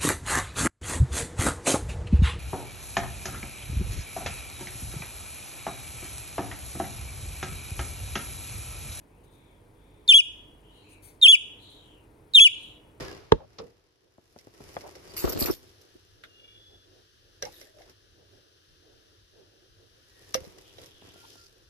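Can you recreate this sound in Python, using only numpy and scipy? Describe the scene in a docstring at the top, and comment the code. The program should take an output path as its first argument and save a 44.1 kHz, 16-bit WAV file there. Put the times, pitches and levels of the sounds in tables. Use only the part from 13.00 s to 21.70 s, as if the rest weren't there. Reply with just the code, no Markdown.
"""Workshop hum and hiss, filtered noise and one tone, are low at first and rise around 1.7 s.
From the start sleeves rustle (noise with grains), resonant noise bursts scrape or swell, and light clicks fall.
A hard door knock, then trim taps, are dispersed pulses with dying noise. From 2.1 s a hand grabs the keys,
whose runs of collisions excite metal modes, over column bumps. A dry tick falls at 3.2 s; thin gliding tones
waver near 3.2-3.9 s and 7-8.5 s. Near 4.4 s and 7.3 s the ignition lock snaps, ringing its modes, and its
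shroud thuds; no engine is heard."""
import sys
import numpy as np
from scipy import signal
from scipy.fft import rfft, irfft, next_fast_len
from scipy.io import wavfile
from scipy.ndimage import uniform_filter1d

SR = 44100
rng = np.random.default_rng(int(sys.argv[2]) if len(sys.argv) > 2 else 0)


def to_wav(sig):
    """Store sig (one row per channel, or 1-D mono) as 16-bit WAV at the path in sys.argv[1].

    Samples outside -1..1 are clipped; the rate is SR.
    """
    pcm = np.clip(np.atleast_2d(sig), -1, 1) * 32767
    pcm = np.round(pcm).astype(np.int16)
    wavfile.write(sys.argv[1], SR, pcm.T)  # frames by channels


N = 383563
RING = np.arange(14400) / SR  # time axis of one dying sound (s)
SIDE_LAG = 22  # lag at the right microphone of sound from the left (samples)

# Radiation of the plastic trim, shared by taps and shroud thuds: frequency_hz, relative_density_db
TRIM_SPECTRUM = [(35, -36), (60, -2.5), (672, 6), (1140, -4.5), (1690, -8), (2490, -19), (2870, -36),
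                 (3390, -17), (3670, -50), (4420, -26), (8000, -63), (10400, -54), (17600, -120)]
# Damping of the plastic trim: frequency_hz, t60_s (before a blow's length factor)
TRIM_DAMPING = [(200, 0.2), (700, 0.1), (3000, 0.046)]


def gain_of(db):
    """Level is logarithmic: 20 dB is a factor of ten in amplitude."""
    return 10 ** (np.asarray(db) / 20)


def evened(x):
    """Power normalisation: scales to rms 1."""
    return x / np.sqrt(np.mean(x ** 2) + 1e-20)


def peaked(x):
    """Short-time power normalisation: the loudest few milliseconds get rms 1."""
    power = (x ** 2).mean(0)
    return x / np.sqrt(uniform_filter1d(power, size=160).max())


def read(points, hz):
    """Interpolation on a logarithmic frequency axis."""
    f, value = np.transpose(points)
    return np.interp(np.log(hz + 1), np.log(f + 1), value)


def add(mix, s, sound):
    """Linear superposition of a stereo sound on the mix from time s."""
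    part = mix[:, round(s * SR):][:, :sound.shape[1]]
    part += sound[:, :part.shape[1]]


def colour(x, spectrum, tilt_db=0):
    """Minimum-phase filtering: causality forbids any sound ahead of the excitation."""
    hz = abs(np.fft.fftfreq(4096, 1 / SR))
    tilt = tilt_db * np.log2(np.maximum(hz, 200) / 1000)  # dB per octave about 1 kHz
    log_gain = np.log(gain_of(np.maximum(read(spectrum, hz) + tilt, -100)))
    # the Hilbert transform of the log gain supplies the phase
    response = np.fft.ifft(np.exp(np.conj(signal.hilbert(log_gain)))).real[:2048]
    taps = response * signal.windows.tukey(4096, .5)[2048:]
    return signal.oaconvolve(x, taps[None], axes=1)[:, :x.shape[1]]


def wander(hz, count=24):
    """Superposed sines of random phase make a random drift of rms 1, moving up to hz times a second."""
    t = np.linspace(0, N / SR, N // 128)
    rates = np.geomspace(hz / 10, hz, count)[:, None]
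    drift = np.sin(2 * np.pi * (rates * t + rng.random((count, 1)))).sum(0)
    return np.interp(np.arange(N) / SR, t, evened(drift))


def diffuse(size, alike=1):
    """Diffuse-field coherence: two spaced microphones agree in the bass and part in the treble."""
    # left-right coherence: frequency_hz, coherence_ratio (before the factor alike)
    likeness = [(50, 0.94), (130, 0.48), (300, 0.59), (700, 0.021), (15000, 0.0054)]
    padded = next_fast_len(size)
    left, other = rfft(rng.standard_normal((2, padded)))
    same = np.clip(alike * read(likeness, np.fft.rfftfreq(padded, 1 / SR)), -1, 1)
    right = same * left + np.sqrt(1 - same ** 2) * other
    return irfft(np.array([left, right]), padded)[:, :size]


def scatter(decay, alike=1):
    """Frequency-dependent damping: dense reflections of energy 1, each band dying at its own speed."""
    hz = np.fft.rfftfreq(len(RING), 1 / SR)
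    noise, out = rfft(diffuse(len(RING), alike)), 0
    centres, t60s = np.transpose(decay)
    for share, t60 in zip(np.eye(len(decay)), t60s):
        band = irfft(noise * read(np.c_[centres, share], hz), len(RING))
        fade = gain_of(-60 * RING / t60)
        out = out + band * fade / np.linalg.norm(fade)
    return out


def ring(modes, spread_db):
    """Modal superposition of energy 1: each blow excites and each microphone hears other mode strengths."""
    hz, db, t60 = np.transpose(modes)[:, :, None]
    waves = gain_of(db - 60 * RING / t60) / np.sqrt(t60) * np.exp(2j * np.pi * hz * RING)
    strength = gain_of(spread_db * rng.standard_normal((2, len(modes))))
    phase = np.exp(2j * np.pi * rng.random((2, len(modes))))
    return evened(((strength * phase) @ waves).imag) / np.sqrt(len(RING))


def bending(delays_ms, twist_rad):
    """Bending-wave dispersion: bass crosses a panel slower (delays hold at 1 kHz); the right lags by a twist."""
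    khz = np.fft.rfftfreq(len(RING), 1 / SR) / 1000
    travel = 4 * np.pi * np.outer(delays_ms, np.sqrt(khz))
    phase = travel + np.array([[0], [1]]) * twist_rad
    return irfft(np.exp(-1j * phase), len(RING)) * np.linspace(1, 0, len(RING))


def blows(rows, spectrum, decay, offset_db, direct_db, delays_ms, pan_db, graze_db, length=1,
          twist_rad=0, alike=1, modes=None, ring_db=0, detune=0.023):
    """Impact response: surfaces graze, a direct pulse lands, panels shudder and any modes ring.

    offset_db adds to every row's level, length scales the t60s of the shudder's damping (the modes keep
    theirs), pan_db is left minus right."""
    out, pulse = np.zeros((2, N)), gain_of(direct_db) * bending(delays_ms, twist_rad)
    lead = 300  # samples of grazing ahead of the blow
    for s, level_db, tilt_db in rows:
        shudder = scatter([(hz, t60 * length) for hz, t60 in decay], alike)
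        graze = diffuse(lead) * np.linspace(0, 1, lead) ** 2
        graze *= gain_of(graze_db) / np.linalg.norm(graze[0])
        sound = colour(np.hstack([graze, pulse + shudder]), spectrum, tilt_db)
        if modes:
            grip = 1 + detune * rng.standard_normal()  # the grip shifts all modes together
            held = [(hz * grip, mode_db + tilt_db * np.log2(hz / 1000), t60) for hz, mode_db, t60 in modes]
            ring_gain = gain_of(ring_db) * np.linalg.norm(sound[0])
            sound[:, lead:] += ring_gain * ring(held, spread_db=-9.0)
        add(out, s - lead / SR, gain_of(level_db + offset_db) * peaked(sound))
    return out * gain_of([[pan_db / 2], [-pan_db / 2]])


def hiss():
    """Interchannel delay: hiss from all around, and a part from the open door that is earlier on the left."""
    # hiss spectrum: frequency_hz, relative_density_db
    hiss_spectrum = [(590, -48.5), (1000, -11), (1160, -7), (1680, -1), (2200, -13.5), (2520, -9),
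                     (2640, -5.5), (3020, -1), (3400, -3), (5070, -5), (5490, -3), (8050, -23), (9640, -13),
                     (10700, -20.5), (14000, -19.5), (14800, -29)]
    door_share = .35  # share of power
    left, right, door = rng.standard_normal((3, N))
    around = np.array([left, right])
    from_door = np.array([door, np.roll(door, SIDE_LAG)])
    both = np.sqrt(1 - door_share) * around + np.sqrt(door_share) * from_door
    return evened(colour(both, hiss_spectrum))


def shop(hum_db, hiss_db, mains_db, waver_db, hiss_waver_db, drone_db):
    """Modulated noise: rumble, low drone and hiss waver apart, low at first and rising around 1.7 s."""
    # hum spectrum: frequency_hz, relative_density_db
    hum_spectrum = [(12, -44.5), (20, -12.5), (43, -6.5), (64, -9.5), (99, -1), (129, -13), (237, -22.5),
                    (274, -15), (357, -8.5), (387, -11), (463, -11), (1000, -31), (1300, -57), (2200, -120)]
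    # balance of the microphones: frequency_hz, left_minus_right_db
    lean = [(60, 1.5), (110, -0.5), (200, 0.5), (380, -6), (700, 0), (1290, 2.5), (2380, -2), (4400, 5.5),
            (8120, 6), (15000, -2.5)]
    rise_s, rise_takes_s, early_db = 1.7, 0.38, -11.5  # middle and slowness of the rise; level before it
    mains_hz = 104  # electrical hum
    t = np.arange(N) / SR
    rise_db = early_db * (1 - np.tanh((t - rise_s) / rise_takes_s)) / 2
    hum = evened(colour(diffuse(N), hum_spectrum))
    rumble = signal.sosfiltfilt(signal.butter(2, 200, fs=SR, output="sos"), hum)
    drone = hum - rumble
    wavering_rumble = rumble * gain_of(waver_db * wander(hz=11.0))
    wavering_drone = drone * gain_of(drone_db * wander(hz=7.5))
    air = gain_of(hum_db) * (wavering_rumble + wavering_drone)
    air += gain_of(mains_db) * np.sqrt(2) * np.sin(2 * np.pi * mains_hz * t + wander(hz=6))
    air += gain_of(hiss_db + hiss_waver_db * wander(hz=5)) * hiss()
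    sides = []
    for side, sign in enumerate((1, -1)):
        balance = [(hz, sign * db / 2) for hz, db in lean]
        sides.append(colour(air[[side]], balance)[0])
    return np.array(sides) * gain_of(rise_db)


def cabin(x):
    """Reverberation by convolution: the faint tail of the cabin and the shop beyond its open door."""
    # reverberation: frequency_hz, t60_s
    cabin_decay = [(100, 0.71), (500, 0.061), (2000, 0.15), (5000, 0.32), (12000, 0.16)]
    return signal.oaconvolve(x, scatter(cabin_decay), axes=1)[:, :N]


def clunks():
    """Distant impacts: a weak direct pulse under the shudder of things further off in the shop."""
    # clunks: start_s, level_db (before offset), brightness_db_per_octave
    clunk_rows = [(0.586, -40, 0), (0.595, -39.5, -5)]
    # their spectrum: frequency_hz, relative_density_db
    far_spectrum = [(35, -58), (60, -19), (370, -14.5), (468, 1.5), (646, -15), (1280, -14), (1620, -28),
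                    (1730, -25), (5380, -18.5), (10000, -59), (13000, -87), (22000, -120)]
    # their damping: frequency_hz, t60_s (before the length factor)
    far_damping = [(400, 0.71), (1500, 0.31), (6000, 0.14)]
    return blows(clunk_rows, far_spectrum, far_damping, offset_db=0.5, direct_db=-18,
                 delays_ms=(.5, .7), pan_db=-0.5, graze_db=-20.0, length=0.38)


def rustle(rub_offset_db, fizz_offset_db, grains_per_s, grain_db, flutter_db):
    """Stick-slip friction: cloth slips in small grains, a dull rub and a fizz that follow each stroke."""
    # strokes of sleeve and hand over seat and wheel:
    # fastest_s, rise_s, fall_s, rub_db, fizz_db (levels before the offsets)
    strokes = [(0.02, 1, 0.29, -38, -57), (0.599, 0.42, 0.45, -60.5, -75), (1.39, 0.35, 0.27, -89, -71),
               (1.66, 0.23, 1, -54, -62), (1.86, 1, 0.9, -58, -73.5), (2.16, 0.34, 0.43, -49.5, -60),
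               (2.548, 0.14, 0.94, -62.5, -68), (4.47, 0.037, 0.12, -52, -57.5),
               (4.599, 0.22, 0.19, -66.5, -62), (4.8, 0.083, 0.18, -69.5, -69),
               (4.898, 0.076, 0.051, -56.5, -72), (7.28, 0.39, 0.32, -61, -64),
               (7.41, 0.088, 0.54, -55, -64), (7.63, 0.18, 0.51, -68, -68), (7.83, 0.19, 0.21, -56, -61.5),
               (8.051, 0.083, 0.56, -57.5, -70.5), (8.27, 0.33, 0.39, -69, -61)]
    # spectra of rub and fizz: frequency_hz, relative_density_db
    rub_spectrum = [(18, -33.5), (30, -6), (123, -1), (223, -12.5), (345, -0.5), (582, -7.5), (839, -11.5),
                    (1260, -13.5), (1630, -16), (3450, -20.5), (4970, -18.5), (7000, -36), (9100, -63),
                    (15400, -120)]
    fizz_spectrum = [(1200, -33), (2500, 4.5), (4000, 8), (5600, 7.5), (8200, -3.5), (10000, 3), (12500, 1),
                     (14500, -9)]
    depth_db = 20.5  # gained over a stroke's rise and lost over its fall
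    hits = rng.uniform(-2.0, 1, N) * (rng.random(N) < grains_per_s / SR)
    grain_response = scatter([(500, 0.048), (6000, 0.013)])
    grains = evened(signal.oaconvolve(hits[None], grain_response, axes=1)[:, :N])
    flutter = gain_of(flutter_db * wander(hz=64.7))
    slip = (diffuse(N) + gain_of(grain_db) * grains) * flutter
    t = np.linspace(0, N / SR, N // 128)
    s, rise, fall, rub_db, fizz_db = np.transpose(strokes)[:, :, None]
    speed_db = -depth_db * np.maximum((s - t) / rise, (t - s) / fall)

    def envelope(db):
        """Power summation of the overlapping strokes."""
        return np.interp(np.arange(N) / SR, t, np.linalg.norm(gain_of(db + speed_db), axis=0))

    rub = envelope(rub_db + rub_offset_db) * evened(colour(slip, rub_spectrum))
    fizz = envelope(fizz_db + fizz_offset_db) * evened(colour(slip, fizz_spectrum))
    return rub + fizz


def thin_tones(waver, flutter_db):
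    """Frequency and amplitude modulation: faint thin tones waver, swell, glide and fade, earlier on the left."""
    # thin tones: start_s, length_s, level_db (before the swell), first_pitch_hz, last_pitch_hz
    tone_rows = [(3.24, 0.4, -59.5, 2810, 2840), (3.3, 0.59, -58, 3380, 3430),
                 (3.39, 0.21, -71, 2310, 2340), (7.05, 0.28, -71, 1928, 1830),
                 (7.121, 0.24, -73, 1690, 1770), (7.55, 0.75, -75, 3120, 3050),
                 (7.8, 0.43, -67, 3420, 3330), (8.126, 0.19, -63, 1387, 1410),
                 (8.332, 0.14, -63.5, 1397, 1370)]
    out, bend = np.zeros((2, N)), 1 + waver * wander(hz=356)
    flutter = gain_of(flutter_db * wander(hz=111))
    for s, length, db, first_hz, last_hz in tone_rows:
        size, start = round(length * SR), round(s * SR)
        pitch = np.linspace(first_hz, last_hz, size) * bend[start:][:size]
        turns = np.cumsum(pitch) / SR
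        tone = evened(np.sin(2 * np.pi * turns) * flutter[start:][:size])
        tone *= np.sin(np.linspace(0, np.pi, size))
        add(out, s, gain_of(db) * np.array([tone, np.roll(tone, SIDE_LAG)]))
    return out


def resonant_bursts(impulses_per_s, smooth, flutter_db, drift):
    """Noise-excited resonance: noise and random impulses drive one drifting resonance in each short burst."""
    # scrapes, a crack, dull rings and soft swells: start_s, length_s, level_db (before the taper),
    # resonance_hz, width_hz, taper_share (of the length, spent swelling and fading)
    burst_rows = [(0.007, 0.2, -54, 1635, 50, 0.92), (0.3218, 0.0026, -24.5, 3230, 2400, .4),
                  (0.338, 0.15, -53, 598, 92, 0.91), (0.345, 0.125, -52.5, 850, 503, 0.98),
                  (1.81, 0.11, -44.5, 630, 530, 0.91), (1.952, 0.034, -48.5, 503, 400, 1),
                  (2.077, 0.057, -55, 4800, 300, 0.85), (2.198, 0.36, -39, 396, 346, 0.32),
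                  (2.196, 0.16, -45.5, 1080, 1400, 0.41), (2.202, 0.37, -45.5, 4300, 4150, 0.26),
                  (2.288, 0.022, -42.5, 6540, 900, 0.83), (2.317, 0.02, -40, 4970, 500, 1),
                  (2.419, 0.012, -27.5, 4470, 797, 0.92), (2.436, 0.012, -31.5, 4150, 800, 1),
                  (2.498, 0.03, -37.5, 5300, 510, 1), (2.493, 0.021, -19.5, 350, 118, 0.82),
                  (2.463, 0.056, -37, 1060, 1020, 0.64), (2.945, 0.03, -51, 370, 141, 1),
                  (4.446, 0.052, -48.5, 817, 119, 0.31), (4.49, 0.19, -62, 3760, 500, 0.6),
                  (4.468, 0.28, -66.5, 1840, 300, 0.6), (4.491, .19, -61.5, 11900, 1500, 0.59),
                  (4.656, 0.17, -63.5, 610, 60, 0.39), (4.741, 0.15, -55.5, 645, 220, 1),
                  (7.342, 0.12, -51.5, 75, 110, .5), (7.418, 0.053, -52, 520, 160, .5),
                  (7.079, 0.28, -70, 1860, 220, 0.54), (7.497, 0.98, -62.5, 3210, 1000, 0.42),
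                  (8.22, 0.051, -56, 927, 130, 1), (8.251, 0.24, -60, 5170, 1800, 0.25)]
    out, shift = np.zeros((2, N)), wander(hz=13)
    flutter = gain_of(flutter_db * wander(hz=81.3))
    for s, length, db, hz, width, taper in burst_rows:
        size, start = round(length * SR), round(s * SR)
        sudden = rng.random(size) < impulses_per_s / SR
        drive = rng.standard_normal((2, size)) * (smooth + sudden) * flutter[start:][:size]
        moving_hz = hz * (1 + drift * shift[start:][:size])
        turn = np.exp(2j * np.pi * np.cumsum(moving_hz) / SR)
        r = np.exp(-np.pi * width / SR)
        # a double pole at zero frequency, shifted up to the moving resonance
        sound = (turn * signal.lfilter([1], np.poly([r, r]), drive / turn)).real
        add(out, s, gain_of(db) * evened(sound) * signal.windows.tukey(size, taper))
    return out


def tick():
    """Impact response: one dry tick behind the dashboard, its shudder far above the direct pulse."""
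    # tick: start_s, level_db (before offset), brightness_db_per_octave
    tick_rows = [(3.237, -39.5, 0.5)]
    # dashboard spectrum: frequency_hz, relative_density_db
    dash_spectrum = [(88, -54), (150, -14), (398, 2), (978, -15.5), (1410, 4), (2590, -7), (3260, -2.5),
                     (3590, 0), (3950, -9), (6130, -19.5), (8490, -29), (12200, -22), (14500, -43)]
    # dashboard damping: frequency_hz, t60_s
    dash_damping = [(400, 0.87), (2000, 0.075), (8000, 0.087)]
    return blows(tick_rows, dash_spectrum, dash_damping, offset_db=-2.0, direct_db=-25,
                 delays_ms=(.3, .35), pan_db=0.5, graze_db=-16.5)


def trim_taps():
    """Light impacts on a damped panel: direct pulse and shudder of the plastic trim."""
    # taps: start_s, level_db (before offset), brightness_db_per_octave
    tap_rows = [(1.182, -41.5, -4), (1.362, -36.5, -2), (1.471, -36.5, -3.5), (1.604, -34.5, -5),
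                (1.767, -20.5, 2), (7.575, -50, -3), (8.022, -41, -3.5), (8.083, -46.5, -4),
                (8.158, -44, -2), (8.355, -46.5, -1)]
    return blows(tap_rows, TRIM_SPECTRUM, TRIM_DAMPING, offset_db=-8.0, direct_db=-1,
                 delays_ms=(.6, .7), pan_db=1.5, graze_db=-12, length=0.62)


def column_bumps():
    """Dull impacts of hand and key fob on the steering column, with partly opposite phase at the two sides."""
    # bumps: start_s, level_db, brightness_db_per_octave
    bump_rows = [(2.241, -16, -1), (2.249, -32, 5), (2.274, -28, 1), (2.3, -31, 0), (2.35, -30, -4),
                 (2.36, -30, 0), (2.374, -29, 0.5), (2.416, -23, -1.5), (2.428, -33.5, 2),
                 (2.451, -28.5, 1), (2.482, -25, 1.5), (2.498, -29.5, 0.5), (7.365, -53.5, -2.5),
                 (7.376, -40, 1), (7.47, -46, -10)]
    # column spectrum: frequency_hz, relative_density_db
    column_spectrum = [(24, -51), (40, 5.5), (152, -3.5), (356, 1.5), (559, -7), (894, -18.5),
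                       (1130, -12.5), (1400, -19.5), (1980, -30), (3000, -31), (3900, -67), (6600, -120)]
    # column damping: frequency_hz, t60_s
    column_damping = [(150, 0.057), (400, 0.062), (1500, 0.1)]
    return blows(bump_rows, column_spectrum, column_damping, offset_db=0.0, direct_db=-6.0,
                 delays_ms=(.4, .75), pan_db=2.0, graze_db=-19.5, alike=-0.7)


def door_knock():
    """Bending-wave impact: a hard knock on the door frame, its dispersed pulse stronger than the shudder."""
    # knock: start_s, level_db (before offset), brightness_db_per_octave
    knock_rows = [(0.32, -4, 0.5)]
    # door spectrum: frequency_hz, relative_density_db
    door_spectrum = [(24, -33.5), (40, -4.5), (121, -5.5), (317, -6.5), (470, 1.5), (731, -25), (891, -8),
                     (1490, -23), (1690, -16.5), (2330, -33.5), (2700, -29), (3900, -29), (4420, -42.5),
                     (5650, -38), (14400, -73.5)]
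    # door damping: frequency_hz, t60_s
    door_damping = [(150, 0.11), (500, 0.075), (1300, 0.026), (4000, 0.017)]
    # travel through the door at 1 kHz: left_ms, right_ms
    door_paths = (1.7, 1.8)
    return blows(knock_rows, door_spectrum, door_damping, offset_db=-1.0, direct_db=6,
                 delays_ms=door_paths, pan_db=-2.0, graze_db=-20.0, twist_rad=0.59, alike=0)


def last_key(s, db, t60):
    """Free decay of a single mode: one key swings free of the bunch and rings on."""
    out = np.zeros((2, N))
    add(out, s, gain_of(db) * peaked(ring([(9065, 0, t60)], spread_db=0)))  # mode at 9065 Hz
    return out


def keys(offset_db, crack_db, hits_per_s, scrape, detune):
    """Repeated collisions excite modes: each fall is one firm hit and a dying run, with varying crack and ring."""
    # falls of the bunch: start_s, level_db (before offset), settle_t60_s
    falls = [(2.166, -27, 0.26), (2.173, -27, 0.14), (2.19, -25, 0.33), (2.234, -33, 0.12),
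             (2.281, -34, 0.12), (2.295, -23, 0.093), (2.324, -28.5, 0.099), (2.376, -37, 0.098),
             (2.391, -23.5, 0.14), (2.4, -21.5, 0.22), (2.407, -18.5, 0.065), (2.425, -24, 0.15),
             (2.441, -30, 0.043), (2.458, -19.5, 0.12), (2.511, -27.5, 0.16), (2.547, -43, 0.041)]
    # metal modes of the keys: frequency_hz, level_db, t60_s
    key_modes = [(3752, -8, .16), (4390, -3, .2), (4815, -6, .15), (5160, -4, .08), (6800, -10, .15),
                 (7827, -9, .2), (8436, -11, .2), (11587, -3, .16), (11900, -3, .14), (12130, -1, .15),
                 (12263, 3, .15), (12598, 2, .17), (13808, -4, .12), (14050, -4, .12)]
    # spectrum of the crack: frequency_hz, relative_density_db
    key_spectrum = [(1180, -18), (2000, -11), (2890, -12), (3310, -19.5), (4470, -8.5), (7770, -13),
                    (10900, -15), (12200, 3), (13300, 0), (14300, -3), (14800, -12)]
    patchy_db = 4.5  # how much the colour of the crack changes with the keys that meet
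    out, bands = np.zeros((2, N)), np.geomspace(1200, 14800, 24)
    for s, level_db, settle in falls:
        hits = rng.uniform(-1.03, 1, len(RING)) * (rng.random(len(RING)) < hits_per_s / SR)
        run = hits + scrape * rng.standard_normal(len(RING))
        run[0] = 1.3  # the first, firm collision
        run *= gain_of(-60 * RING / settle)
        patchy = np.c_[bands, read(key_spectrum, bands) + patchy_db * rng.standard_normal(len(bands))]
        crack = colour(scatter([(3000, 0.028), (12000, 0.029)]), patchy)
        struck = [(hz * (1 + detune * rng.standard_normal()), db, t60) for hz, db, t60 in key_modes]
        metal = gain_of(crack_db) * crack / np.linalg.norm(crack[0]) + ring(struck, spread_db=-9.5)
        jangle = signal.fftconvolve(run[None], metal, axes=1)
        add(out, s, gain_of(level_db + offset_db) * peaked(jangle))
    return out


def lock_and_clicks():
    """Impacts ring modes: a detent snaps and its plastic shroud thuds; scattered light clicks ring alike."""
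    # detents: start_s, snap_db, snap_brightness_db_per_octave, thud_db (levels before offset)
    detents = [(4.4252, -28.5, -0.5, -33.5), (4.4526, -37, 1.5, -40), (7.344, -21.5, 4, -24.5)]
    # light clicks, scattered from 0.5 s to 8.3 s: start_s, level_db (before offset), brightness_db_per_octave
    clicks = [(0.532, -62.5, 1), (1.388, -48.5, 3), (1.544, -60, -4), (1.731, -54, 10), (1.809, -44.5, 0),
              (1.954, -45.5, -0.5), (2.693, -57, 4.5), (2.814, -54.5, 7.5), (4.614, -43.5, 0),
              (4.786, -51, -5), (4.819, -50.5, -2), (4.897, -52, 4.5), (7.45, -50, 6), (7.784, -42.5, -4),
              (7.831, -49.5, -5), (7.86, -50, 8), (8.334, -61, -6)]
    # spectrum of lock and clicks: frequency_hz, relative_density_db
    lock_spectrum = [(47, -4), (80, -43), (265, -5.5), (555, 8.5), (977, -15), (2180, 3), (2440, -8),
                     (3030, -4.5), (3680, -7), (4200, -5), (5570, 0), (6920, -13.5), (8240, -22),
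                     (12200, -15), (14500, -26)]
    # their damping: frequency_hz, t60_s (before the length factor)
    lock_damping = [(150, 0.89), (600, 0.15), (2000, 0.17), (6000, 0.088), (12000, 0.11)]
    # modes of lock and clicks, then of the shroud: frequency_hz, level_db, t60_s
    lock_modes = [(545.5, 13, 0.17), (1203, 6, 0.035), (1580, 9.5, 0.053), (2110, -20, 0.015),
                  (2700, 5, 0.05), (3440, 8, 0.051), (3930, 17.5, 0.038), (5530, 10, 0.05),
                  (5640, 21, 0.014)]
    shroud_modes = [(517.5, 3, 0.12), (618.8, -9, 0.067), (776, -12, 0.073)]
    thud_lag_s, thud_tilt_db = 0.00785, -5.5  # delay after the snap; brightness per octave
    paths_ms = (.6, .7)  # left, right
    snaps = [(s, db, tilt_db) for s, db, tilt_db, _ in detents]
    thuds = [(s + thud_lag_s, db, thud_tilt_db) for s, _, _, db in detents]
    out = blows(snaps, lock_spectrum, lock_damping, offset_db=1.5, direct_db=-11, delays_ms=paths_ms,
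                pan_db=0.5, graze_db=-12.0, length=0.7, modes=lock_modes, ring_db=3.5)
    out += blows(thuds, TRIM_SPECTRUM, TRIM_DAMPING, offset_db=-1.0, direct_db=-8.0, delays_ms=paths_ms,
                 pan_db=-5.0, graze_db=1.5, modes=shroud_modes, ring_db=13)
    out += blows(clicks, lock_spectrum, lock_damping, offset_db=-1.0, direct_db=-3.5, delays_ms=paths_ms,
                 pan_db=-2.0, graze_db=-14.0, modes=lock_modes, ring_db=-6.5)
    return out


def scene():
    """Linear superposition of the shop, the handling and its reverberant tail."""
    air = shop(hum_db=-64.0, hiss_db=-64.5, mains_db=-75.5, waver_db=2.5, hiss_waver_db=0.5, drone_db=3.7)
    far = clunks()
    cloth = rustle(rub_offset_db=2.0, fizz_offset_db=5.0, grains_per_s=130, grain_db=-2.0, flutter_db=0.5)
    knock = door_knock()
    near = thin_tones(waver=0.011, flutter_db=3.5)
    near += resonant_bursts(impulses_per_s=400, smooth=0.11, flutter_db=2.5, drift=0.027)
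    near += tick() + trim_taps() + column_bumps()
    near += last_key(s=2.496, db=-47.5, t60=.26)
    near += keys(offset_db=-5.5, crack_db=13.5, hits_per_s=600, scrape=0.086, detune=0.00061)
    near += lock_and_clicks()
    tail = cabin(gain_of(-25.0) * knock + gain_of(-22) * near)
    return air + far + cloth + knock + near + tail


def record(dry):
    """Saturation and band limiting: hard clipping at full scale, then a lowpass on the top of the treble."""
    lowpass = signal.firwin(301, 14850, window=("kaiser", 9), fs=SR)  # edge in Hz
    return signal.oaconvolve(np.clip(dry, -1, 1), lowpass[None], "same")


dry = scene()
out = record(dry)
to_wav(out)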